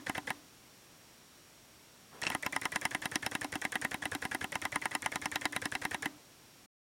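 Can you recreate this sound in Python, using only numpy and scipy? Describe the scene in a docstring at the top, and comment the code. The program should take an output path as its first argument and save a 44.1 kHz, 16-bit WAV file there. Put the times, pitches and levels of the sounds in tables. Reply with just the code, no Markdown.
"""In a quiet room, a camera lens focuses in small steps, about ten a second, heard from the camera body.
In each step the motor ticks on, the gears close their slack, run for some 35 ms and stop with a clack
that rings the lens barrel. Where the lens drags, a step lasts longer and ends harder; the gears' ring
rises and falls as they turn. After a few steps and a pause, a button press opens a long run.
Under it all lie microphone hiss, a faint hum and a thin whine."""
import sys
import numpy as np
from scipy import signal
from scipy.fft import rfft, irfft
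from scipy.io import wavfile

SR = 44100
rng = np.random.default_rng(int(sys.argv[2]) if len(sys.argv) > 2 else 0)


def int16_out(signal):
    """Quantize to a 16-bit WAV file."""
    q = np.round(np.clip(np.atleast_2d(signal).T, -1, 1) * 32767)
    wavfile.write(sys.argv[1], SR, q.astype(np.int16))


N = 308700
TIME = np.arange(N) / SR
AGE = np.arange(SR // 3) / SR   # seconds since a contact

# focus steps: start t/s, stop t/s, tick level/dB, level/dB of the clack's middle ring near 2 kHz
FOCUS_STEPS = [(-0.062, -0.027, -44, -27), (0.0631, 0.0955, -54, -35.5), (0.1472, 0.1792, -51, -40),
               (0.2706, 0.3037, -46, -32.5), (2.2168, 2.301, -38.5, -42.5), (2.3133, 2.349, -48.5, -35.5),
               (2.4257, 2.463, -42.5, -33.0), (2.5245, 2.5625, -40.0, -32), (2.6145, 2.6537, -39.5, -31.5),
               (2.7194, 2.7586, -40.5, -29), (2.8133, 2.8524, -39.5, -28.5), (2.9091, 2.9477, -43, -30.5),
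               (3.0182, 3.0559, -44.5, -35), (3.115, 3.1563, -43, -32.5), (3.2237, 3.263, -47.0, -32.0),
               (3.3133, 3.3512, -43, -33), (3.4116, 3.4446, -38.0, -44.5), (3.521, 3.5548, -44.5, -39),
               (3.616, 3.6506, -38, -31.5), (3.7206, 3.7549, -37.5, -29), (3.8146, 3.8481, -38, -29),
               (3.9112, 3.943, -42.5, -34.5), (4.0194, 4.0548, -50, -34.5), (4.1155, 4.1495, -41, -35.5),
               (4.219, 4.2517, -46, -36.0), (4.3127, 4.3472, -45, -34), (4.409, 4.4426, -49.5, -38),
               (4.52, 4.5545, -41, -35), (4.6165, 4.652, -39.5, -31.5), (4.7196, 4.758, -43.5, -30),
               (4.816, 4.8553, -45.5, -31.0), (4.9106, 4.9505, -46.0, -31.5), (5.0212, 5.0602, -38.5, -29),
               (5.1178, 5.1573, -43, -35), (5.2161, 5.2567, -42.5, -33.5), (5.3158, 5.3572, -39.0, -29.5),
               (5.4119, 5.454, -42, -29.5), (5.524, 5.563, -42.5, -33), (5.6173, 5.6553, -41.5, -34),
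               (5.7167, 5.7513, -42.5, -31.5), (5.8154, 5.851, -48, -32.0), (5.9102, 5.9446, -41.5, -32),
               (6.0232, 6.0574, -39.0, -31.0)]

# A mode is one tone of a struck part; t60 is the time it takes to fade by 60 dB.
# lens barrel: f/Hz, level/dB, t60/s
BARREL_MODES = [(617, -10.5, 0.015), (767, -12.5, 0.044), (892, -13.5, 0.045), (1014, -17, 0.072),
                (1083, -22, 0.035), (1248, -21, 0.058), (1414, -18.5, 0.041), (1668, -15, 0.036),
                (1860, -17, 0.056), (1998, -17, 0.029), (2174, -12, 0.022), (2680, -13.5, 0.027),
                (3043, -12, 0.014), (3300, -26, 0.04), (3685, -23.5, 0.023), (3880, -21.5, 0.031),
                (4190, -24, 0.022), (4810, -26.5, 0.02), (5190, -23, 0.027), (5540, -26, 0.027),
                (5970, -17, 0.014), (6900, -29, 0.027), (7340, -18, 0.0079), (8690, -13, 0.0047),
                (9170, -17.5, 0.01), (9910, -11.5, 0.0083), (11070, -21.5, 0.01), (12260, -22, 0.0044),
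                (13100, -12, 0.0031)]
# how much of a harder stop reaches each barrel mode: f/Hz, factor
HARDNESS_FACTORS = [(2200, 0), (3300, 0.96), (5800, 1.7), (9500, 1), (14000, .4)]
# change in the barrel's sound per 200 Hz rise of the gears' ring: f/Hz, level/dB
TIGHTNESS_COLOUR = [(600, 1), (760, -1), (900, 4.5), (1080, 5.5), (1250, 4.5), (1700, -1.5), (1900, 1),
                    (3000, 0), (3800, -4), (4500, -0.5)]
# pitch of the gears' ring, higher where they fit tighter: t/s, f/Hz
GEAR_PITCH = [(0.3, 1775), (2.2, 1896), (2.6, 2060), (2.9, 1775), (4.1, 1680), (4.4, 1677), (4.55, 2040),
              (4.9, 1980), (5.4, 1810), (5.7, 1700)]
# gears as they meet: multiple of that pitch, level/dB, t60/s
GEAR_MODES = [(0.062, -12, 0.046), (0.158, -9, 0.026), (.29, -10, 0.03), (.48, -8.5, 0.016),
              (0.659, -17, 0.015), (.9, -13, 0.033), (1, -3, 0.026), (1.14, -4, 0.019)]
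# gear housing: f/Hz, level/dB, t60/s
HOUSING_MODES = [(2610, -8, 0.034), (3352, -2, 0.018), (4160, -13, .015), (5300, -11, 0.017),
                 (6300, -14.5, 0.013), (6700, -9, 0.0098)]
# the motor's drive ring: f/Hz, level/dB, t60/s
MOTOR_MODES = [(1030, -6, 0.027), (2340, -5.5, 0.065), (3740, -10, 0.013), (5600, -3.5, 0.028),
               (6580, 0.5, 0.01), (7290, 0, 0.015), (8730, 1.5, 0.01), (9570, 8.5, 0.0046),
               (10650, -4, 0.0092), (12170, -4.5, 0.0059), (13800, -8.5, 0.0056)]
# camera body: f/Hz, level/dB, t60/s
BODY_MODES = [(88, -29, 0.0095), (183, -2.5, 0.011), (270, -9, 0.027), (270, -35.5, 0.3),
              (299.5, -21, 0.11), (300, -13.5, 0.051), (379.6, -34, 0.15)]
# lens rocking back against the gears: f/Hz, level/dB, t60/s
REBOUND_MODES = [(950, -6, 0.023), (1610, -9.5, 0.027), (1876, -11.5, 0.011), (2014, 0.5, 0.029)]
# ring of a small metal part as the lens moves along: t/s, level/dB
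TING_LEVELS = [(0.3, -55), (2.4, -65.5), (2.75, -40.5), (3.3, -45), (3.8, -58), (4.3, -47.5), (5.0, -69),
               (6.1, -59)]
# button: f/Hz, level/dB, t60/s
BUTTON_MODES = [(333, -17.5, .03), (625, -5.5, 0.018), (933, -2.5, .018), (1960, -15.5, 0.028),
                (2065, -9, 0.032), (2676, 6, 0.018), (3240, -11, 0.0193), (4240, 5, 0.0047),
                (5470, 1.5, 0.0096), (6550, -13, 0.02), (7900, -2, .006)]
# clicks of the button: t/s, level/dB
BUTTON_CLICKS = [(2.2318, -36), (2.2361, -33), (2.2513, -38.5), (2.2669, -26), (2.2729, -31),
                 (2.2804, -42.5)]
# a finger settling on the button: t/s, level/dB
FINGER_LEVELS = [(2.09, -80), (2.13, -55), (2.16, -54), (2.21, -56), (2.3, -52), (2.36, -80)]

# A colour says how strong a noise is from low to high pitch.
# crack of a contact: f/Hz, level/dB
CRACK_COLOUR = [(60, -14.5), (300, 8.5), (450, 0), (900, 2), (2100, 13), (2450, 1.5), (3100, 5), (4500, -5),
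                (5800, -11.5), (8000, -1), (9700, -2), (11500, -15.5), (14000, -10.5), (16500, -23.5)]
# rubbing gear teeth: f/Hz, level/dB
WHIRR_COLOUR = [(40, -34.5), (80, 2), (140, 0), (230, -6), (600, -3), (1300, -3), (1750, 3.5), (2200, -1),
                (2800, -10), (4300, -13.5), (5500, -13), (8000, -16), (9700, -14), (11500, -33.5)]
# rubbing fingertip: f/Hz, level/dB
FINGER_COLOUR = [(130, -8), (220, 0), (450, 0), (1200, -3), (2500, -13), (8000, -28)]
# the room's soft, low echo: f/Hz, level/dB
ROOM_COLOUR = [(120, -12), (230, -15), (275, -1), (300, 3.5), (335, -16), (420, -23), (650, -13.5),
               (2000, -24.5), (6000, -27), (14000, -37)]
# microphone hiss: f/Hz, level/dB
HISS_COLOUR = [(30, 0), (60, -1), (110, .5), (290, 1), (500, -3.5), (1000, -5.5), (2000, -7), (4000, -8.5),
               (7000, -10), (10000, -13.5), (15800, -17.5)]

# mains hum and the whine of the electronics: f/Hz, level/dB
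STEADY_TONES = [(120, -77.5), (5609, -72)]


def stop_clacks(clack_db, middle_hz, middle_width_hz, snap_db, snap_dull_hz, tip_db):
    """The lens stops against its gears and rings the barrel; a harder stop sounds brighter."""
    out, shapes = np.zeros(N), steady_modes(BARREL_MODES, swell_s=0.001, span_s=0.014)
    hz = np.array(BARREL_MODES)[:, 0]
    reach, mesh_db = look_up(HARDNESS_FACTORS, hz), look_up(TIGHTNESS_COLOUR, hz)
    middle = np.exp(-((hz - middle_hz) / middle_width_hz) ** 2)
    dull = signal.butter(1, snap_dull_hz, fs=SR, output="sos")
    for start, stop, _, middle_db in FOCUS_STEPS:
        harder_db = 900.5 * drag_s(start, stop)   # about 0.9 dB per extra millisecond
        fuller_db = middle_db + 34   # the usual middle ring is -34 dB
        boost_db = harder_db * reach + tightness(start) * mesh_db + fuller_db * middle
        ring = strike(shapes, vary_db=1.17, scatter=0.8, boost_db=boost_db)
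        ring = rattle(ring, rattle_db=-5, t60=0.004, above_hz=3000)
        snap = signal.sosfilt(dull, crack(t60=0.022, tail_db=-2, tail_t60=0.079))
        snap *= from_db(snap_db + 0.88 * fuller_db)
        bright = from_db(tip_db + 0.49 * harder_db) * crisp_tip(t60=0.01, above_hz=8900)
        add(out, stop, from_db(clack_db) * (ring + snap + bright))
    return out


def gears_meeting(slack_s, early_db, full_db, housing_db):
    """The gears close their slack: a light touch, then a full one. Both also ping the housing."""
    out, housing = np.zeros(N), mode_shapes(HOUSING_MODES, swell_s=0.0004)
    for start, stop, *_ in FOCUS_STEPS:
        ring_hz = look_up(GEAR_PITCH, start)
        step_db = -39 - 300 * drag_s(start, stop)   # drag softens the contact
        shapes = mode_shapes([(k * ring_hz, db, t60) for k, db, t60 in GEAR_MODES], swell_s=0.0025)
        for share, db in ((0.6, early_db), (1, full_db)):
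            ring = level_one(strike(shapes, vary_db=1.8, scatter=0.6), span_s=0.009)
            ping = from_db(housing_db) * strike(housing, vary_db=1.2, scatter=0.72)
            grit = from_db(-1) * crack(t60=0.014, tail_db=-22, tail_t60=0.05)
            when = start + share * slack_s + rng.normal(0, 0.0004)
            add(out, when, from_db(step_db + db) * (ring + ping + grit))
    return out


def running_gears(spin_up_s, coast_s, grain_db, grains_hz):
    """Gear teeth rub unevenly through each step, and the whirr dies away after the stop."""
    drive = np.zeros(N)
    spin_up = 1 - np.exp(-(AGE / spin_up_s) ** 2)
    for start, stop, *_ in FOCUS_STEPS:
        run_db = -44 - 282 * drag_s(start, stop)   # drag makes the gears run more quietly
        coast = np.exp(-np.maximum(AGE - (stop - start), 0) / coast_s)
        add(drive, start, from_db(run_db) * spin_up * coast)
    grain = np.interp(TIME * grains_hz, np.arange(N), rng.standard_normal(N))
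    return drive * from_db(grain_db * grain - 1.23) * noise(WHIRR_COLOUR, N)


def motor_ticks():
    """The motor switches on with a thin, bright tick."""
    out, shapes = np.zeros(N), mode_shapes(MOTOR_MODES, swell_s=0.00033)
    for start, _, tick_db, _ in FOCUS_STEPS:
        tick = level_one(strike(shapes, vary_db=1.5, scatter=0.99), span_s=0.0024)
        bright = from_db(-5.5) * crisp_tip(t60=0.008, above_hz=6400)
        add(out, start, from_db(tick_db + 0.9) * (tick + bright))
    return out


def body_thumps(usual_db):
    """Each stop nudges the whole camera: a low thump, softer where the gears fit tighter."""
    out, shapes = np.zeros(N), steady_modes(BODY_MODES, swell_s=0.0012, span_s=0.023)
    for start, stop, *_ in FOCUS_STEPS:
        thump = strike(shapes, vary_db=0.48, scatter=0.54)
        add(out, stop, from_db(usual_db - 2 * tightness(start)) * thump)
    return out


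def rebounds(delay_s, rebound_db):
    """Just after each stop the lens rocks back: a softer contact with only middle tones."""
    out, shapes = np.zeros(N), mode_shapes(REBOUND_MODES, swell_s=0.00059)
    for _, stop, _, middle_db in FOCUS_STEPS:
        ring = level_one(strike(shapes, vary_db=2.0, scatter=0.8), span_s=0.008)
        add(out, stop + delay_s + rng.normal(0, 0.00028), from_db(middle_db + rebound_db) * ring)
    return out


def metal_tings(hz, t60):
    """At some lens positions a small metal part rings on after the clack, thin and high."""
    out, ring = np.zeros(N), np.sin(2 * np.pi * hz * AGE) * fade(t60)
    for _, stop, *_ in FOCUS_STEPS:
        add(out, stop, from_db(look_up(TING_LEVELS, stop)) * ring)
    return out


def button_press(dull_hz):
    """A fingertip rubs on the camera, then the button clicks down, muffled by the finger."""
    clicks, shapes = np.zeros(N), mode_shapes(BUTTON_MODES, swell_s=0.00064)
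    for when, db in BUTTON_CLICKS:
        ring = level_one(strike(shapes, vary_db=2.0, scatter=0.8), span_s=0.003)
        snap = from_db(-5) * crack(t60=0.035, tail_db=-18, tail_t60=0.091)
        add(clicks, when, from_db(db) * (ring + snap))
    muffled = signal.sosfilt(signal.butter(4, dull_hz, fs=SR, output="sos"), clicks)
    rub = from_db(look_up(FINGER_LEVELS, TIME)) * noise(FINGER_COLOUR, N)
    return muffled + rub


def room_echo(room_db, t60, build_s):
    """Sound scattered around the room builds up after each clack and dies away."""
    out = np.zeros(N)
    bloom = (1 - np.exp(-(AGE / build_s) ** 2)) * fade(t60)
    for _, stop, *_ in FOCUS_STEPS:
        add(out, stop, from_db(room_db) * bloom * noise(ROOM_COLOUR, len(AGE)))
    return out


def background(hiss_db):
    """The microphone hisses, the mains hum faintly and the electronics whine."""
    tones = sum(np.sqrt(2) * from_db(db) * np.sin(2 * np.pi * hz * TIME) for hz, db in STEADY_TONES)
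    return from_db(hiss_db) * noise(HISS_COLOUR, N) + tones


def drag_s(start, stop, usual_s=0.037, held_s=0.06):
    """How much longer than usual a step lasts. Past held_s the button holds it up, not drag."""
    return stop - start - usual_s if stop - start < held_s else 0


def tightness(when, usual_hz=1877):
    """How much tighter than usual the gears fit, counted in 200 Hz rises of their ring."""
    return (look_up(GEAR_PITCH, when) - usual_hz) / 200


def mode_shapes(modes, swell_s):
    """One fading tone per mode. Low bending waves travel slower, so low tones swell later."""
    hz, db, t60 = np.transpose(modes)[:, :, None]
    swell = 1 - np.exp(-(AGE / swell_s) ** 2 * hz / 1000)   # swell_s holds at 1 kHz
    signs = (-1) ** np.arange(len(modes))[:, None]
    return signs * swell * from_db(db) * fade(t60) * np.exp(2j * np.pi * hz * AGE)


def steady_modes(modes, swell_s, span_s):
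    """Mode shapes scaled so that an average blow starts at level 1."""
    shapes = mode_shapes(modes, swell_s)
    powers = np.mean(np.abs(shapes[:, :int(span_s * SR)]) ** 2, axis=1) / 2
    return shapes / np.sqrt(np.sum(powers))


def strike(shapes, vary_db, scatter, boost_db=0):
    """One blow: each mode gets a random strength and a random shift of its wave (scatter, radians)."""
    strength, phase = rng.standard_normal((2, len(shapes)))
    weights = from_db(boost_db + vary_db * strength) * np.exp(1j * scatter * phase)
    return (weights @ shapes).imag


def rattle(ring, rattle_db, t60, above_hz):
    """Hard parts chatter briefly as they meet, striking the high modes again and again."""
    length = SR // 100
    chatter = rng.standard_normal(length) * fade(t60)[:length]
    chatter = cut_lows(chatter / np.linalg.norm(chatter), above_hz)
    return ring + from_db(rattle_db) * signal.fftconvolve(ring, chatter)[:len(ring)]


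def crack(t60, tail_db, tail_t60):
    """Countless small modes blur into a burst of noise with a softer, longer tail."""
    attack = 1 - np.exp(-AGE / 0.000068)
    return noise(CRACK_COLOUR, len(AGE)) * attack * (fade(t60) + from_db(tail_db) * fade(tail_t60))


def crisp_tip(t60, above_hz):
    """The first instant of a hard contact: a very short, high hiss."""
    return cut_lows(rng.standard_normal(len(AGE)) * fade(t60), above_hz)


def noise(colour, size):
    """Noise of level 1 with the given colour."""
    hz, db = np.transpose(colour)
    bin_hz = np.maximum(np.arange(size // 2 + 1) * SR / size, 1)
    gain = from_db(np.interp(np.log(bin_hz), np.log(hz), db))
    gain *= np.minimum(bin_hz / hz[0], 1)   # falls away below the lowest listed pitch
    x = irfft(rfft(rng.standard_normal(size)) * gain, size)
    return x / np.std(x)


def from_db(db):
    """Turn decibels into a gain."""
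    return 10 ** (np.asarray(db) / 20)


def fade(t60):
    """A gain that falls by 60 dB every t60 seconds."""
    return from_db(-60 * AGE / t60)


def look_up(table, at):
    """Read between the rows of a two-column table."""
    return np.interp(at, *np.transpose(table))


def cut_lows(x, hz):
    """Weaken everything below hz."""
    return signal.sosfilt(signal.butter(2, hz, "high", fs=SR, output="sos"), x)


def level_one(x, span_s):
    """Scale a sound to an average level (rms) of 1 over its first span_s seconds."""
    return x / np.sqrt(np.mean(x[:int(span_s * SR)] ** 2) + 1e-20)


def add(track, when, sound):
    """Mix a sound into the track at a time in seconds."""
    at = int(round(when * SR))
    part = sound[max(-at, 0):max(N - at, 0)]
    track[max(at, 0):max(at, 0) + len(part)] += part


def scene():
    """Lens, button, a little of the room and the background, mixed into one channel."""
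    lens = motor_ticks() + gears_meeting(slack_s=0.006, early_db=-3, full_db=-1.5, housing_db=0.5)
    lens += running_gears(spin_up_s=0.0012, coast_s=0.011, grain_db=3.0, grains_hz=709)
    lens += stop_clacks(clack_db=-34, middle_hz=1914, middle_width_hz=520,
                        snap_db=-6, snap_dull_hz=4030, tip_db=-5)
    lens += body_thumps(usual_db=-40) + rebounds(delay_s=0.00296, rebound_db=-4.0)
    lens += metal_tings(hz=9600, t60=0.06)
    room = room_echo(room_db=-52.0, t60=0.65, build_s=0.02)
    return (lens + room + button_press(dull_hz=8600) + background(hiss_db=-59.2))[None]


def record(dry):
    """The microphone thins the deep bass, the sound switches off near the end, the top treble is cut."""
    off_s, fade_s, top_hz = 6.657, 0.0053, 16200
    live = np.clip((off_s - TIME) / fade_s + 1, 0, 1)
    cut_highs = signal.ellip(10, 0.1, 80, top_hz, fs=SR, output="sos")
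    return signal.sosfilt(cut_highs, cut_lows(dry, hz=45) * live)


dry = scene()
out = record(dry)
int16_out(out)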